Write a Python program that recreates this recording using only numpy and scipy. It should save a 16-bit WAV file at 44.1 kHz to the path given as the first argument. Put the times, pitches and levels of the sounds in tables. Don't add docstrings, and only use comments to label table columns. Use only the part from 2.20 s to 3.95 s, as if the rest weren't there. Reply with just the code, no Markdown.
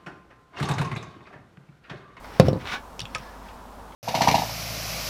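import sys
import numpy as np
from scipy import signal
from scipy.fft import rfft, irfft
from scipy.io import wavfile
from scipy.ndimage import uniform_filter1d

SR = 44100
rng = np.random.default_rng(int(sys.argv[2]) if len(sys.argv) > 2 else 0)


def invert_db(level):
    return 10 ** (np.asarray(level, dtype=float) / 20)


def store_wav(level_fs):
    pcm = np.round(np.clip(np.atleast_2d(level_fs), -1, 1) * 32767)
    wavfile.write(sys.argv[1], SR, pcm.T.astype(np.int16))


N = 77175
t = np.arange(N) / SR


def curve(table, col=1):
    a = np.array(table, float)
    return np.interp(t, a[:, 0], a[:, col])


def unit(x):
    return x / np.sqrt(np.mean(x ** 2))


def cut(x, order, hz, kind="low"):
    return signal.sosfilt(signal.butter(order, hz, kind, fs=SR, output="sos"), x)


def ring(x, hz, t60_s):
    pole = np.exp(2j * np.pi * hz / SR - np.log(1000) / (t60_s * SR))
    return signal.lfilter([1], [1, -pole], x).imag


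def body(x, modes):
    return sum(invert_db(db) * ring(x, hz, t60_s) for hz, db, t60_s in modes)


def colour(x, table):
    a = np.array(table, float)
    f = np.arange(N // 2 + 1) * SR / N + 1
    gain_db = np.interp(np.log(f), np.log(a[:, 0]), a[:, 1])
    return irfft(rfft(x) * invert_db(gain_db), N)


def walk(rate_hz):
    k = int(SR / rate_hz)
    steps = np.repeat(rng.standard_normal(N // k + 1), k)
    return unit(uniform_filter1d(uniform_filter1d(steps, k), k)[:N])


def grains(per_s, scatter_db):
    when, sign, size = rng.random((3, N))
    level_db = scatter_db * np.minimum(-np.log(size + 1e-9), 3.5)
    return (when < per_s / SR) * np.sign(sign - .5) * invert_db(level_db)


def push(s, ms):
    p = np.sin(np.pi * np.clip((t - s) / (ms / 1000), 0, 1))
    return p / p.sum()


def burst(s, ms):
    return (t >= s) * np.exp(-np.maximum(t - s, 0) / (ms / 1000))


# f/Hz, level/dB per Hz
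SHOP = [(35, -60), (60, -9.5), (119, -20), (246, -12), (318, -20.5), (983, -13), (2140, -33), (15000, -45),
        (16500, -54)]


def room_tone():
    level_db, flicker_db = -44, 0.24
    f = np.arange(N // 2 + 1) * SR / N + 1
    base = rfft(colour(rng.standard_normal(N), [(15, -11.0), (45, -34.0)] + list(SHOP)))
    out = np.zeros(N)
    for hz in 16 * 2. ** np.arange(11):
        band = np.cos(np.pi / 2 * np.clip(np.log2(f / hz), -1, 1)) ** 2
        out += irfft(base * band, N) * invert_db(flicker_db * walk(6.95))
    return unit(out) * invert_db(level_db)


def hum():
    mains_hz, level_db, wobble_db, second_db = 50, -49.2, 1.1, -14
    phase = 2 * np.pi * mains_hz * t + 0.052 * walk(6.5)
    wave = np.sin(phase) + invert_db(second_db) * np.sin(2 * phase)
    return 2 ** .5 * invert_db(level_db + wobble_db * walk(11.3)) * wave


# t/s, level/dB
RUSTLE = [(0, -69), (.045, -44), (.09, -50), (.165, -43), (.21, -46), (.26, -34), (.32, -45), (.42, -50),
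          (.7, -96), (.9, -53), (1.0, -44), (1.15, -53.5), (1.3, -52), (1.75, -99)]
# f/Hz, level/dB per Hz
RUSTLE_COLOUR = [(800, 11.5), (1700, 10.5), (3000, 2.5), (4200, 0), (5400, 1.5), (7000, -14), (16000, -15)]


def rustle():
    grain_per_s, scatter_db, flicker_db = 6000, 2.4, 1.2
    cloth = unit(colour(grains(grain_per_s, scatter_db), RUSTLE_COLOUR))
    return cloth * invert_db(curve(RUSTLE) + flicker_db * walk(38.9))


TICKS_S = [.0425, .1984, .2008, .2832, .3306, .7932, .8035, .8065, .8160, .8541, .9482, .9492, .9505, .9530,
           .960, .982, 1.2855, 1.595, 1.721]
# level/dB, low clack f/Hz, high clack f/Hz, chatter/ms, ring level/dB
TICKS = [(-42.5, 1500, 2100, 9.9, -17), (-18, 3640, 5220, 0.84, -32), (-21, 2540, 4530, 1.8, -30),
         (-30, 4000, 5620, 2.1, 7), (-38.5, 4150, 4320, 3.1, -22), (-29, 3200, 5600, 0.47, 0),
         (-27.5, 2880, 4700, 0.53, -30), (-35, 1920, 4600, 2.7, -10), (-30.5, 3830, 5600, 1.4, 3),
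         (-33, 2600, 3300, .5, -16), (-27, 2700, 3600, .7, 0), (-25, 3150, 5700, .6, 0),
         (-35, 4540, 7200, 3, -3), (-29, 1100, 1600, 2.5, 2), (-39, 3080, 5500, 4, -6),
         (-42, 2800, 5400, 3, -10), (-46.5, 2830, 3280, 3.2, -12), (-54, 2600, 3600, 1.5, -20),
         (-50.5, 2200, 3300, 4.7, -20)]
# f/Hz, level/dB, t60/s
STEEL = [(930, -4, .05), (1272, 2, .04), (1870, -14, .03), (2650, 8, .018), (3080, -6, .03),
         (3616, -2, .04), (4200, -10, .02), (4540, 0, .018), (5400, 0, .022), (5610, -8, .03),
         (6350, -6, .012), (7700, -2, .018), (8230, -6, .02), (9800, -5, .02)]
# f/Hz, level/dB per Hz
SNAP = [(600, -8), (1500, -3), (2300, -6), (3200, 2), (6000, 1), (10000, -6), (12000, -18), (16000, -22)]


def ticks():
    rise_ms, clack_t60_s, ring_octaves = .15, .0055, .4
    snap_db, snap_hz = -.5, 5470
    out = np.zeros(N)
    noise = np.sign(rng.standard_normal(N)) * rng.uniform(0.7, 1, N)
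    for s, (db, low_hz, high_hz, ms, ring_db) in zip(TICKS_S, TICKS):
        a = int(s * SR) - 40
        span = slice(a, a + 6000)
        chatter = noise * (burst(s, ms) - burst(s, rise_ms))
        hit = chatter[span]
        snap = unit(colour(chatter, SNAP)[span])
        clack, tone = 0, 0
        for hz in (low_hz, high_hz):
            clack = clack + unit(ring(ring(hit, hz, clack_t60_s), hz, clack_t60_s))
        for hz, mode_db, t60_s in STEEL:
            octaves = min(abs(np.log2(hz / low_hz)), abs(np.log2(hz / high_hz)))
            near_db = mode_db - 10 * (octaves / ring_octaves) ** 2
            tone = tone + invert_db(near_db) * ring(hit, hz, t60_s)
        y = clack + invert_db(ring_db) * unit(tone) + invert_db(snap_db) * (high_hz / snap_hz) ** 2 * snap
        out[span] += y * invert_db(db + 8) / np.abs(y).max()
    return out


# t/s, level/dB
CRACKS = [
    (0.1983, -3.5),
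    (0.2851, -24.5),
    (.3305, -32),
]


def cracks():
    level = sum(invert_db(db) * burst(s, 0.3) for s, db in CRACKS)
    return cut(rng.standard_normal(N) * level, 2, 11000)


# t/s, level/dB, contact/ms
BLOWS = [(.1984, -.7, .15), (.2008, -2.3, 5.7), (.2088, -18, 1.3), (.2241, -31, .7), (.2326, -32, 1.2),
         (.238, -19.6, 2.5), (.2463, -13.6, 6), (.252, -23, 2), (.2591, -22.6, 2.9), (.2651, -29.4, 2.1),
         (.2689, -16.8, 1.9), (.2836, -12.5, 1.05), (.2839, -23, .3), (.2967, -25, 2.2), (.3048, -29, 1.1),
         (.3092, -11.7, 7.2), (.3216, -19.6, 6.8), (.3299, -14.2, 1.9), (.3305, -29, .4),
         (.3326, -14.8, 4.4), (.3571, -21, 1.7), (.3589, -14.7, 6.1), (.3758, -30.6, 2), (.4074, -37, 2),
         (.4272, -37.6, 2.3), (.4447, -35, 2.9)]
# t/s, level/dB, contact/ms
JOLTS = [
    (0.815, -34, 2.7),
    (0.832, -29, 4.9),
    (0.9547, -38.5, 0.46),
    (.998, -41, 3.7),
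]
# f/Hz, level/dB, t60/s
BENCH = [(140, 1.2, .078), (180, -3.1, .093), (204, -10, .12), (250, -7, .03), (276, -20, .3),
         (342, -20, .15), (422, -6, .06), (458, -10, .06), (517, -2.8, .074), (547, .9, .029),
         (604, .5, .023), (678, -14.3, .097), (1052, -15, .07),
         (780, -18, 0.025), (1360, -11, 0.02), (2010, -22, 0.028), (2480, -29, .012)]
# f/Hz, level/dB, t60/s
FRAME = [(79, -17, .6), (98, -3.7, .39), (124, -23.5, .4), (129, -16, .33)]


def knocks():
    hits = BLOWS + JOLTS
    top = sum(invert_db(db) * push(s, ms) for s, db, ms in hits)
    frame = sum(invert_db(db) * push(s, 12.9) for s, db, ms in hits)
    return body(top, BENCH) + body(frame, FRAME)


# t/s, level/dB
ROCKING = [(.205, -24), (.225, -18.5), (.27, -19), (.295, -19.5), (.33, -24), (.375, -26), (.39, -35),
           (.45, -36), (.5, -44)]
# f/Hz, level/dB, t60/s
SHUDDER = [(80, 2, .2), (106, 1, .15), (216, 0, .06), (255, 8, .045), (300, 5, .05), (360, 2, .06),
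           (405, 0, .06), (740, -2, .03), (870, -2, .04), (988, -3, .04), (1150, -4, .03), (1530, -10, .02)]


def rocking():
    tap_per_s, scatter_db, tap_ms = 440, 1.9, 0.41
    soft = np.hanning(int(tap_ms * SR / 1000) + 2)
    taps = np.convolve(grains(tap_per_s, scatter_db), soft)[:N]
    gate = (t > .208) * np.clip((.56 - t) / 0.19, 0, 1)
    return unit(body(taps, SHUDDER)) * invert_db(curve(ROCKING) - 2) * gate


def bench():
    return cut(knocks() + rocking(), 4, 81.4, "high") + cracks()


# t/s, skitter level/dB, rub level/dB
DRAG = [(.41, -39.5, -42), (.44, -51.5, -50), (.455, -46, -47), (.475, -38, -43.5), (.51, -37, -40.5),
        (.532, -31, -31.5), (.56, -37, -33), (.6, -56.5, -52), (.66, -79, -80)]
# f/Hz, width/Hz, level/dB
DRAG_BODY = [(920, 60, 12), (1213, 130, 16), (1514, 210, 17.5), (1730, 400, 17)]
# f/Hz, level/dB per Hz
DRAG_WIDE = [(700, -14.5), (2000, 5.5), (2900, 0), (3700, -1), (4600, -10), (5400, -8.5), (8000, -22),
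             (16000, -30.5)]


def rub(g):
    socket = sum(invert_db(db) * np.sqrt(w) * ring(g, hz, 5.9 / w) for hz, w, db in DRAG_BODY)
    dull = unit(socket) * invert_db(curve(DRAG, 2) + 2.5)
    bright = unit(colour(g, DRAG_WIDE)) * invert_db(curve(DRAG) + 4.5)
    fade = np.clip((t - .385) / 0.065, 0, 1) * np.clip((.69 - t) / 0.085, 0, 1)
    return (dull + bright) * invert_db(0.4 * walk(89.3)) * fade


SLIPS_S = [.405, .4561, .4612, .4731, .4755, .501, .5455]
SLIPS = [-42, -20, -24.5, -16, -28, -35, -33]


def slips():
    force = sum(invert_db(db) * push(s, 0.25) for s, db in zip(SLIPS_S, SLIPS))
    click = cut(4.7 * force, 2, 900, "high")
    return click + 1.0 * ring(force, 1700, 0.0034) + 1.26 * ring(force, 4240, 0.0037)


def creak(g):
    start_s, end_s, fade_s = 0.99, 1.196, 0.053
    fade = np.clip(np.minimum(t - start_s, end_s - t) / fade_s, 0, 1)
    return unit(ring(g, 1720, 0.12)) * invert_db(-55) * fade


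def drag():
    g = grains(17000, 0.5)
    return rub(g) + slips() + creak(g)


def room(x, db, t60_s):
    k = t[100:int(.5 * SR)]
    wash = cut(rng.standard_normal(len(k)), 1, 4300) * 1000. ** (-k / t60_s)
    ir = np.r_[np.zeros(100), wash / np.sqrt(np.sum(wash ** 2))]
    return signal.fftconvolve(x, ir)[:N] * invert_db(db)


def scene():
    steel = ticks()
    near = bench() + steel + drag()
    tick_tail = room(steel, -13, 0.05)
    reflections = room(cut(near, 2, 550, "high"), -15.5, 0.15)
    air = room_tone() + hum() + rustle()
    return (near + tick_tail + reflections + air)[None]


def band_limit(x):
    return signal.sosfilt(signal.butter(12, 16830, fs=SR, output="sos"), x)


def record(dry):
    duck_db, duck_over_db, duck_s = -5, -24, .03
    k = np.exp(-1 / (duck_s * SR))
    loud = np.sqrt(signal.lfilter([1 - k], [1, -k], dry ** 2))
    gain = invert_db(duck_db * loud / (loud + invert_db(duck_over_db)))
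    return band_limit(np.clip(dry * gain, -.97, .97))


dry = scene()
out = record(dry)
store_wav(out)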